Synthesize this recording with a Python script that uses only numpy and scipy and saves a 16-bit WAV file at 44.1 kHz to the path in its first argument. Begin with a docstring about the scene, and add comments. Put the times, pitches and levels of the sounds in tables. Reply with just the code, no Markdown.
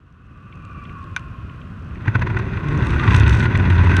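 """On a kite above a beach, a camera's microphone rides in the open wind, close to the sail. At first eddies
rumble on the microphone, the lines whistle as they shed vortices and the rigging ticks; just after one second a
fitting knocks on the mount. From two seconds the kite swings round and gathers speed: waves run off the sail in
cracking flaps and a tight line hums. Last, the trailing edge flutters with a low buzz, and the cloth crackles
inside a loud, turbulent roar."""
import sys
import numpy as np
from scipy import signal
from scipy.fft import rfft, irfft
from scipy.io import wavfile

SR = 44100
rng = np.random.default_rng(int(sys.argv[2]) if len(sys.argv) > 2 else 0)


def master(y):
    """Save y as 16-bit WAV."""
    cut = np.clip(np.atleast_2d(y).T, -1, 1)
    pcm = np.round(cut * 32767)  # scale
    wavfile.write(sys.argv[1], SR, pcm.astype(np.int16))


N = 176400

# beat of the trailing edge: time_s, pitch_hz, level_db
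FLUTTER = [(2.6,137.8,-45),(2.66,146.1,-19.5),(2.75,148.1,-15),(2.84,124.6,-39),(3.02,112.6,-26.5),(3.17,108.6,-20.5),(3.35,109,-21.5),(3.5,106.7,-18),(3.61,93.4,-17.5),(3.7,86.3,-12),(3.87,87.44,-11.5),(4,94.8,-15)]
# turbulent roar: time_s, level_db
ROAR = [(1.7,-76),(2.05,-41.5),(2.3,-37),(2.6,-36),(2.75,-31.5),(3,-28),(3.12,-25),(3.42,-27.5),(3.5,-27),(3.7,-27),(3.95,-23)]
# spectrum of the roar: frequency_hz, gain_db
ROAR_COLOUR = [(180, -28), (300, 1), (365, 0), (506, -15), (774, -15), (911, -2.5), (1020, -1.5),
               (1200, -11.5), (1490, 0.5), (1750, -8), (1930, -2.5), (2200, -12.5), (2550, -7.5),
               (2810, -15), (3000, -24.5), (3540, -19), (4450, -32.5), (4830, -32.5), (5320, -41.5),
               (6170, -32.5), (7030, -49), (10400, -51.5), (12200, -75.5), (14900, -79)]
# sail flaps, before the slack or taut gains: peak_s, flap_db, thump_db
FLAPS = [(2.06,-27,-23),(2.0813,-16.5,-12),(2.1554,-12,-10),(2.2223,-13.5,-16),
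         (2.2717,-18,-42),(2.3038,-23,-23),(2.3475,-26.5,-44),(2.371,-18,-23),(2.3962,-20.5,-18.5),
         (2.5366,-25,-29),(2.573,-19,-16.5),(2.687,-27,-12),(2.8257,-19.5,-12.5),(2.9968,-12,-15),(3.038,-15.5,-20),
         (3.0783,-10,-5),(3.11,-11,-13),(3.1453,-6,-3),(3.2065,-15.5,-5),(3.2354,-12,-15),
         (3.2653,-13,-3),(3.3287,-15,-6.5),(3.405,-12.5,-31.5),(3.4311,-12,-5.5),
         (3.457,-10.5,-3.5),(3.553,-13,-9.5),(3.6582,-17.5,-13.5),(3.704,-10.5,-9.5),(3.783,-17,-9)]
# tone of the flaps against the roar: frequency_hz, slack_db, taut_db
FLAP_TILT = [(300,1.5,-2.5),(1000,3.5,-2.5),(2020,2.5,2.5),(3600,0.5,9),(8070,1,-0.5)]
# wind on the microphone: time_s, level_db
RUMBLE = [(0,-48),(.45,-41.5),(.92,-32.5),(1.2,-35),(1.8,-33),(2.02,-30),(2.2,-22),(2.56,-23.5),(2.62,-26),(2.73,-20),(2.82,-19),(3.02,-19),(3.25,-18.5),(3.55,-18),(4,-17)]
# spectrum of that wind: frequency_hz, gain_db
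RUMBLE_COLOUR = [(20,-30),(43,-3),(70,0),(92,3),(140,-2.5),(260,-12.5),(481,-25),(800,-31),(1040,-68.5)]
# heavy throb of the whole sail: time_s, level_db
THROB = [(2.55,-51),(2.95,-24),(3.1,-18.5),(3.28,-12),(3.38,-13.5),(3.6,-49)]
# crackle of the sailcloth: time_s, level_db
CRACKLE = [(0,-81.5),(.9,-66),(1.4,-71.5),(2,-65.5),(2.6,-65),(2.9,-48),(3.05,-53),(3.16,-33.5),(3.24,-59),(3.3,-39.5),(3.44,-41.5),(3.48,-61),(4,-49)]
# sharp snaps of the cloth: peak_s, level_db
SNAPS = [(0.126,-61),(0.556,-55),(0.6514,-45),(1.0418,-49),(1.1949,-44),(2.196,-42),(2.3898,-37),(2.6858,-37.5),(2.776,-37),(2.8692,-30),
         (2.9056,-31),(3.148,-26),(3.1656,-23.5),(3.1994,-23),(3.2796,-24.5),(3.2954,-21),
         (3.5752,-29),(3.7027,-29.5),(3.968,-18)]
# spectrum of crackle and snaps: frequency_hz, gain_db
CRACKLE_COLOUR = [(1000,-41),(2500,17),(3600,11.5),(4900,1.5),(6200,7.5),(7000,-3.5),(7900,1),(9500,-7.5),(11500,-16),(12800,-22.5),(15000,-43)]
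# whistle of the main line: time_s, pitch_hz, level_db
MAIN_LINE = [(0,1174,-81),(.45,1154,-56),(.75,1154,-44.5),(.88,1161,-49),(.96,1120,-41.5),(1.12,1072,-48),(1.35,1062,-52.5),(2,1106,-68.5),(2.8,1075,-39.5),(2.92,1238,-42),(3.02,1221,-36),(3.13,999,-33),(3.25,993,-45.5),(4,952,-50)]
# breathy fuzz around and just above the main whistle: pitch_ratio, width_hz, gain_db
WHISTLE_FUZZ = [(1.03,110,-2.5),(1.171,110,-9.5)]
# whistle of the taut bridle line: time_s, pitch_hz, level_db
TAUT_BRIDLE = [(0,1484,-73),(.64,1480,-55),(.92,1445,-52.5),(1.4,1378,-57.5),(1.95,1575,-59.5)]
# whistle of the thinnest line: time_s, pitch_hz, level_db
THIN_LINE = [(0,2600,-81),(.53,2510,-59),(.8,2410,-53),(1.05,2490,-60),(1.25,2500,-59),(1.7,2510,-65)]
# rig ringing under load: time_s, level_db
RIG = [(2,-71),(2.6,-46.5),(3.1,-39.5),(3.45,-30),(3.7,-51.5),(3.9,-38),(3.97,-20.5),(4,-26.5)]
# low hum of a tight line: time_s, pitch_hz, level_db
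HUM = [(2.05,353,-64),(2.22,356.3,-39),(2.5,386.3,-41),(2.72,369.4,-40),(2.95,344.3,-33.5),(3.25,370.3,-38.5),(4,376.7,-43)]
# knock on the mount and its rebound: start_s, level_db
KNOCKS = [(1.1636,-17.5),(1.17,-34)]
# modes of the fitting: pitch_hz, gain_db, t60_s
FITTING_MODES = [(1480,4,0.047),(1610,5,0.012),(2364,-2,0.03),(3630,-3,0.0099),(6180,-6.5,0.0098),(10350,-20.5,0.011)]
# spectrum of its gritty contact: frequency_hz, gain_db
GRIT_COLOUR = [(1000, 9.5), (2300, 9), (6500, -16), (11000, -41)]
# light ticks of the rigging: peak_s, level_db, pitch_hz
TICKS = [(0.526,-42,2400),(.853,-38.5,2500),(.894,-36.5,2100),(1.496,-39.5,2430),(1.543,-45,1950),(1.616,-39.5,2470),(1.908,-44,2180),(1.956,-34.5,1793)]
# smooth airflow: time_s, level_db
RUSH = [(0,-61.5),(.5,-53),(.85,-48),(1.2,-47),(1.75,-47.5),(2.05,-47.5),(4,-39.5)]
# spectrum of the airflow: frequency_hz, gain_db
RUSH_COLOUR = [(290,-30),(540,-13),(610,-19.5),(780,-22.5),(1060,2.5),(1430,-1),
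               (1820,-9),(2350,-16),(2750,-12),(3700,-24.5),(6350,-35.5),(14900,-48.5)]

TAUT_FROM_S = 2.45  # later flaps are brighter and mostly thump harder
THUMP_HZ, THUMP_LAG_S, THUMP_WIDTH_S, POP_WIDTH_S = 110, 0.0086, 0.012, 0.0018
GRAINS_PER_S = 3500
TIME_S = np.arange(N) / SR


def amp(db):
    """Decibels to gain."""
    return 10 ** (np.asarray(db) / 20)


def unit(x):
    """Scales to rms 1."""
    return x / np.sqrt(np.mean(x ** 2) + 1e-20)


def curve(table):
    """A table's columns at every sample; the last is a level in dB, silent before the first row."""
    times, *columns, level_db = np.transpose(table)
    tracks = [np.interp(TIME_S, times, column) for column in columns]
    return tracks + [np.interp(TIME_S, times, level_db, left=-140)]


def colour(x, spectrum):
    """Causal filter of unit energy with the given spectrum, falling steeply outside it."""
    points_hz, db = np.transpose(spectrum)
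    hz = np.maximum(abs(np.fft.fftfreq(8192, 1 / SR)), 1)
    octaves_out = np.maximum(np.log2(points_hz[0] / hz), 0) + np.maximum(np.log2(hz / points_hz[-1]), 0)
    gain_db = np.maximum(np.interp(np.log(hz), np.log(points_hz), db) - 30 * octaves_out, -100)
    minimum_phase = np.exp(np.conj(signal.hilbert(np.log(amp(gain_db)))))
    taps = np.fft.ifft(minimum_phase).real[:4096]
    return signal.fftconvolve(x, taps / np.linalg.norm(taps))[:N]


def wander(rate_hz):
    """Random drift of rms 1 up to the given rate."""
    hz = np.fft.rfftfreq(N, 1 / SR)
    return unit(irfft(rfft(rng.standard_normal(N)) / (1 + (hz / rate_hz) ** 4), N))


def spike(t, rise_s, fall_s):
    """Swells to 1 at t = 0 and dies away."""
    return np.exp(-np.minimum(np.maximum(-t / rise_s, t / fall_s), 20))


def phase_of(hz):
    """Running phase of a steady or moving pitch."""
    return 2 * np.pi * np.cumsum(hz * np.ones(N)) / SR


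def noise_band(hz, width_hz):
    """A band of noise that follows a pitch."""
    phase = phase_of(hz)
    return unit(wander(width_hz / 2) * np.cos(phase) + wander(width_hz / 2) * np.sin(phase))


def edge_flutter():
    """Close by, the trailing edge beats unevenly: a low buzz that also chops the turbulent roar."""
    hz, level_db = curve(FLUTTER)
    phase = phase_of(hz * (1 + 0.0242 * wander(32.4)))
    overtones = sum(amp(db) * np.cos(k * phase) for k, db in [(2, -13), (3, -21), (4, -29)])
    shake = amp(2.2 * wander(40))
    buzz = unit((np.cos(phase) + overtones) * shake) * amp(level_db)
    bursts = amp(1.77 * wander(47) + wander(440))  # flicker and finer grit
    chop = 1 + 0.25 * np.cos(phase)
    air = unit(rng.standard_normal(N) * chop * bursts)
    return buzz + colour(air * amp(curve(ROAR)[0]), ROAR_COLOUR)


def sail_flaps(taut):
    """Each flap swells to a crack as a wave runs off the sail, and shoves air at the microphone."""
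    swell_power, cracks, thumps = np.zeros((3, N))
    rise_s, gain_db, thump_gain_db = (0.0033, -8.5, -2.5) if taut else (0.0053, -2.5, 2)
    for peak_s, flap_db, thump_db in FLAPS:
        if (peak_s > TAUT_FROM_S) != taut:
            continue
        span = abs(TIME_S - peak_s) < 0.1
        t = TIME_S[span] - peak_s
        peak_db = flap_db + gain_db
        swell_power[span] += (amp(peak_db) * spike(t, rise_s, fall_s=0.0056)) ** 2
        crack = amp(17.5 + 1.56 * peak_db)  # grows faster than the flap itself
        cracks[round(peak_s * SR)] += crack
        push = np.exp(-((t - THUMP_LAG_S) / THUMP_WIDTH_S) ** 2) * np.cos(2 * np.pi * THUMP_HZ * t)
        spread = (t / POP_WIDTH_S) ** 2
        pop = crack * amp(-8.5) * np.exp(-spread) * (1 - 2 * spread)  # pressure pulse under the crack
        thumps[span] += amp(thump_db + thump_gain_db) * push + pop
    tilt_hz, slack_db, taut_db = np.transpose(FLAP_TILT)
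    tilt_db = taut_db if taut else slack_db
    spectrum = [(hz, db + np.interp(np.log(hz), np.log(tilt_hz), tilt_db)) for hz, db in ROAR_COLOUR]
    swells = rng.standard_normal(N) * np.sqrt(swell_power)
    return thumps + colour(cracks + swells, spectrum)


def wind_rumble():
    """Eddies buffet the microphone itself, and the whole sail throbs at the height of the gust."""
    eddies = unit(colour(rng.standard_normal(N), RUMBLE_COLOUR) * amp(1.5 * wander(25)))
    throb = amp(curve(THROB)[0]) * noise_band(hz=70.14, width_hz=15.1)
    return eddies * amp(curve(RUMBLE)[0]) + throb


def cloth_crackle():
    """At close range, stiff sailcloth crackles in clumps of tiny grains, with sharp snaps."""
    size_db = 5.5 * np.minimum(rng.exponential(1, N), 4)
    clump_db = 3 * wander(90)
    signs = rng.choice([-1, 1], N)
    onsets = rng.random(N) < GRAINS_PER_S / SR
    grains = unit(amp(size_db + clump_db) * signs * onsets) * amp(curve(CRACKLE)[0])
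    snaps = sum(amp(db) * spike(TIME_S - peak_s, rise_s=0.0011, fall_s=0.0013) for peak_s, db in SNAPS)
    return colour(grains + snaps * rng.standard_normal(N), CRACKLE_COLOUR)


def line_whistles():
    """Vortices shed by the lines make each whistle at its own pitch."""
    main_hz, main_db = curve(MAIN_LINE)
    phase = phase_of(main_hz * (1 + 0.0162 * wander(64)))
    flicker = amp(2.6 * wander(37))
    main = unit(np.sin(phase) * flicker)
    fuzz = sum(amp(db) * noise_band(main_hz * ratio, width_hz) for ratio, width_hz, db in WHISTLE_FUZZ)
    taut_hz, taut_db = curve(TAUT_BRIDLE)
    taut = noise_band(taut_hz, width_hz=50)
    thin_hz, thin_db = curve(THIN_LINE)
    thin = noise_band(thin_hz, width_hz=210)
    twin = amp(-4) * noise_band(hz=2710, width_hz=210)  # a second thin line holds a higher pitch
    return amp(main_db) * (main + fuzz) + amp(taut_db) * taut + amp(thin_db) * (thin + twin)


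def rig_ring():
    """The rig rings as the load grows."""
    pitch_hz = 1500 * (1 + 0.017 * wander(9.8))
    return amp(curve(RIG)[0]) * noise_band(pitch_hz, width_hz=85)


def line_hum():
    """A line hums once it is pulled tight."""
    hz, level_db = curve(HUM)
    return amp(level_db) * noise_band(hz, width_hz=35.5)


def mount_knock():
    """Right by the microphone, a small hard fitting strikes the camera mount grittily and rebounds."""
    ring, grit = np.zeros((2, N))
    grit_fall_s = 0.0075
    for start_s, level_db in KNOCKS:
        t = np.clip(TIME_S - start_s, 0, 0.5)
        grit += amp(level_db - 10.5) * (t > 0) * np.exp(-t / grit_fall_s)
        for k, (hz, gain_db, t60_s) in enumerate(FITTING_MODES):
            decay = np.exp(-np.log(1000) * t / t60_s)
            ring += (-1) ** k * amp(level_db + gain_db) * decay * np.sin(2 * np.pi * hz * t)
    return ring + colour(grit * rng.standard_normal(N), GRIT_COLOUR)


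def rigging_ticks():
    """The rigging ticks lightly while the kite still glides."""
    ticks = np.zeros(N)
    for peak_s, level_db, hz in TICKS:
        envelope = spike(TIME_S - peak_s, rise_s=0.00069, fall_s=0.0038)
        ticks += amp(level_db) * envelope * noise_band(hz, width_hz=1600)
    return ticks


def air_rush():
    """Smooth airflow over the kite, a soft bed behind the rest."""
    return colour(rng.standard_normal(N) * amp(curve(RUSH)[0]), RUSH_COLOUR)


def scene():
    """Everything in mono, from the microphone on the kite."""
    sail = edge_flutter() + sail_flaps(taut=False) + sail_flaps(taut=True)
    cloth = cloth_crackle() + rigging_ticks()
    wind = wind_rumble() + air_rush()
    rigging = line_whistles() + rig_ring() + line_hum() + mount_knock()
    return (sail + cloth + wind + rigging)[None]


def record(dry):
    """The camera's microphone overloads softly; the ends are eased and the band stops at 15 kHz."""
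    limited = dry / (1 + (dry / 0.85) ** 6) ** (1 / 6)
    fades = np.minimum(np.minimum(TIME_S, TIME_S[::-1]) / 0.002, 1)
    lowpass = signal.firwin(511, 15000, window=("kaiser", 9), fs=SR)
    return signal.oaconvolve(limited * fades, lowpass[None], "same")


dry = scene()
out = record(dry)
master(out)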